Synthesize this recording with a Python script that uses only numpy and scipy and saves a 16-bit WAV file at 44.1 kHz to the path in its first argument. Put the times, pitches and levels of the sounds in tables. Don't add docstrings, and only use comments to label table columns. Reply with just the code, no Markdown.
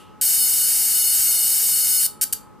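import sys
import numpy as np
from scipy import signal
from scipy.fft import rfft, irfft
from scipy.io import wavfile
from scipy.ndimage import uniform_filter1d

SR = 44100
rng = np.random.default_rng(int(sys.argv[2]) if len(sys.argv) > 2 else 0)


def volts_from_decibels(level):
    exponent = np.asarray(level, float) / 20
    return 10 ** exponent


def put_to_file(sound):
    columns = np.atleast_2d(sound).T
    safe = np.clip(columns, -1, 1)
    whole_steps = np.round(safe * 32767)
    wavfile.write(sys.argv[1], SR, whole_steps.astype(np.int16))


N = 114660
LEAD_S = .3


def shape(x, points):
    hz, db = np.array(points).T
    f = np.maximum(np.fft.rfftfreq(x.shape[-1], 1 / SR), 1)
    gain = volts_from_decibels(np.interp(np.log(f), np.log(hz), db))
    return irfft(rfft(x) * gain, x.shape[-1])


def bump(x, hz, width_hz, db):
    b, a = signal.iirpeak(hz, hz / width_hz, SR)
    return x + (volts_from_decibels(db) - 1) * signal.lfilter(b, a, x)


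def set_rms(x, db):
    return x * volts_from_decibels(db) / np.sqrt(np.mean(x ** 2))


def clicks(times, sizes, size):
    at = times * SR
    near = np.floor(at).astype(int)[:, None] + np.arange(-7, 9)
    off = near - at[:, None]
    window = np.cos(np.pi * off / 16) ** 2
    out = np.zeros(size)
    np.add.at(out, near, sizes[:, None] * np.sinc(off) * window)
    return out


# frequency_hz, density_db_per_hz
AIR_MID = [(28, -42), (45, -11.5), (170, -4.5), (520, -10), (1350, -12.5), (1550, -19), (3500, -33),
           (15000, -41.5)]
# frequency_hz, density_db_per_hz
AIR_SIDE = [(28, -39), (50, -9.5), (170, -5.5), (560, -18.5), (1100, -24), (1500, -43.5), (8000, -45),
            (15000, -49)]


def moving_air():
    mid = set_rms(shape(rng.standard_normal(N), AIR_MID), -50.5)
    mid = bump(mid, hz=672, width_hz=170, db=-25)
    side = set_rms(shape(rng.standard_normal(N), AIR_SIDE), -50)
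    return np.array([mid + 1.3 * side, mid - side])


def waver():
    return uniform_filter1d(rng.standard_normal(N), size=6000) * np.sqrt(6000)


# pitch_hz, rms_db
FAN_TONES = [
    (848.5, -56),
    (1279, -56.5),
    (216.4, -65),
    (426, -70.5),
]


def fan_hum():
    turned_s = np.cumsum(1 + .0012 * waver()) / SR
    hum = np.zeros(N)
    for hz, db in FAN_TONES:
        hum += volts_from_decibels(db + 1.45 * waver()) * np.sqrt(2) * np.sin(2 * np.pi * hz * turned_s)
    return hum


def fading_ring():
    hz, width_hz, level_db, t60_s = 2900, 360, -52, .6
    b, a = signal.iirpeak(hz, hz / width_hz, SR)
    ring = set_rms(signal.lfilter(b, a, rng.standard_normal(N)), level_db)
    return ring * volts_from_decibels(-60 * np.arange(N) / SR / t60_s)


# start_s, end_s, level_db
BURNS = [
    (-.25, -.11, -17),
    (.2123, 2.0655, -19),
    (2.2121, 2.2418, -18),
    (2.3259, 2.336, -18),
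]
# time_s, rate_hz
FIRING_RATE = [(.2, 731), (.42, 735), (.5, 730), (.9, 731), (1.0, 729.5), (1.35, 727), (1.7, 728.5),
               (2.0, 732)]
# time_s, jump_chance_per_firing (0 to 1)
RESTLESSNESS = [(.21, .75), (.26, .4), (.37, .6), (.42, .1), (.51, .6), (.55, .2), (.59, .7), (.63, .2),
                (.69, .65), (.92, .6), (.96, .2), (1.14, .38), (1.22, .85), (1.26, .25), (1.44, .32),
                (1.5, .65), (1.8, .4), (2.0, .2)]
# time_s,
# level_db
EFFORT = [(0.24, -23.5), (0.93, -24.5), (0.95, -23), (1.702, -24.5), (2.034, -23.5), (2.05, -23.5)]
# delay_s, spread_s, level_db
LATER_SPARKS = [
    (2.45e-4, 3e-5, -1),
    (6.4e-4, 4e-5, -2),
]
# frequency_hz, level_db
SPARK_COLOUR = [(700, -24.5), (1500, -13), (3500, -9), (6300, -0.5), (8200, 4), (11000, 5), (14000, 6.5),
                (15500, 8)]


def arc(size):
    slip_s, tremble_s, burst_restlessness = 1.05e-4, 4e-6, .8
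    path_size_db, wobble_s, wobble_db = .8, 5e-6, .8
    sparks = [(0.000047, 0, 0.0037)] + LATER_SPARKS
    times, sizes = [], []
    for start, end, db in BURNS:
        k = np.arange(1500)
        luck = rng.random((len(k), 2)).T
        z = rng.standard_normal((len(k), 12)).T
        rough_t = start + k / 742
        if end - start > 1:
            jump_chance = np.interp(rough_t, *np.array(RESTLESSNESS).T)
        else:
            jump_chance = burst_restlessness
        jump = luck[0] < jump_chance
        period = 1 / np.interp(rough_t, *np.array(FIRING_RATE).T)
        gaps = period - jump * slip_s * luck[1] + tremble_s * z[0]
        t = start + np.cumsum(gaps) - gaps[0]
        path = np.maximum.accumulate(k * jump)
        effort = np.interp(t, *np.array(EFFORT).T)
        gain = db + effort - effort.mean()
        burning = t < end
        for j, (delay, spread, rel_db) in enumerate(sparks):
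            spark_t = t + delay + spread * z[j, path] + wobble_s * z[6 + j]
            spark_db = gain + rel_db + path_size_db * z[3 + j, path] + wobble_db * z[9 + j]
            times.append(spark_t[burning])
            sizes.append(volts_from_decibels(spark_db[burning]))
    at = np.concatenate(times) + LEAD_S - 8 / SR
    return shape(clicks(at, np.concatenate(sizes), size), SPARK_COLOUR)


# frequency_hz, width_hz, gain_db
COLOUR_BANDS = [(750, 80, 0.5), (1570, 360, 11.5), (2085, 120, 4), (2226, 86, -12.5), (2844, 115, 6.5),
                (3340, 440, -1), (4000, 430, -3), (4390, 580, 7), (5860, 300, -2), (7640, 720, 5.5), (9930, 520, 6),
                (10760, 800, -3.5), (12370, 550, 7), (13100, 800, -6)]


def colour_bands(x):
    for hz, width_hz, db in COLOUR_BANDS:
        x = bump(x, hz, width_hz, db)
    return x


# delay_ms, left_db, right_db
ECHOES = [(.36, -9, -7), (.455, -10, -11), (.75, -13, -12), (1.05, -14, -16), (1.6, -16, -15),
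          (2.3, -17, -16)]


def early_echoes(size):
    ms, left_db, right_db = np.array(ECHOES).T
    at = np.append(0, ms / 1000) + 8 / SR
    return np.array([clicks(at, volts_from_decibels(np.append(0, db)), size) for db in (left_db, right_db)])


# frequency_hz, t60_s, level_db
RING = [(1490, 0.121, 3.5), (2900, 0.33, 0), (4200, 0.19, 4), (7800, 0.27, -5), (14000, 0.16, 1)]


def room_ring(t):
    gap_s = .003
    ring = 0
    for hz, t60, db in RING:
        sos = signal.butter(2, [hz / 1.4, min(hz * 1.4, 20000)], "band", fs=SR, output="sos")
        ring = ring + signal.sosfilt(sos, rng.standard_normal((2, len(t)))) * volts_from_decibels(db - 60 * t / t60)
    return ring * np.clip(t / gap_s - 1, 0, 1)


def near_clutter(t):
    return rng.standard_normal((2, len(t))) * volts_from_decibels(-60 * t / .025) * (t > .001)


def unit(v):
    return v / np.sqrt(np.sum(v ** 2) / 2)


def space(x):
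    room_db, near_db, wide_hz, left_db, side_db = -9, -12, 6000, 1.8, 1.5
    size = SR // 2
    t = np.arange(size) / SR
    response = unit(early_echoes(size)) + volts_from_decibels(room_db) * unit(room_ring(t)) + volts_from_decibels(near_db) * unit(near_clutter(t))
    left, right = signal.fftconvolve(x[None], response)[:, :len(x)]
    mid = (left + right) / 2
    side = volts_from_decibels(side_db) * (left - right) / 2 + (volts_from_decibels(left_db / 2) - 1) * mid
    side = signal.sosfiltfilt(signal.butter(3, wide_hz, "high", fs=SR, output="sos"), side)
    return np.array([mid + side, mid - side])


# start_s, pitch_hz, level_db, t60_s
KNOCKS = [
    (1.195, 70, -40.5, .08),
    (1.69, 1000, -38.5, 0.041),
    (2.49, 530, -58, .06),
]


def bench_knocks():
    t = np.arange(N) / SR
    knocks = np.zeros(N)
    for s, hz, db, t60 in KNOCKS:
        u = np.maximum(t - s, 0)
        knocks += volts_from_decibels(db - 60 * u / t60) * np.sin(2 * np.pi * hz * u)
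    return knocks


def scene():
    lead = int(LEAD_S * SR)
    sparks = colour_bands(arc(N + lead))
    background = moving_air() + fan_hum() + fading_ring() + bench_knocks()
    return volts_from_decibels(12) * space(sparks)[:, lead:] + background


def band_limit(x):
    return signal.sosfilt(signal.butter(12, 16310, fs=SR, output="sos"), x)


def record(dry):
    x = signal.sosfilt(signal.ellip(12, .2, 80, 15030, fs=SR, output="sos"), dry)
    x = signal.sosfilt(signal.butter(2, 18, "high", fs=SR, output="sos"), x)
    return band_limit(x)


dry = scene()
out = record(dry)
put_to_file(out)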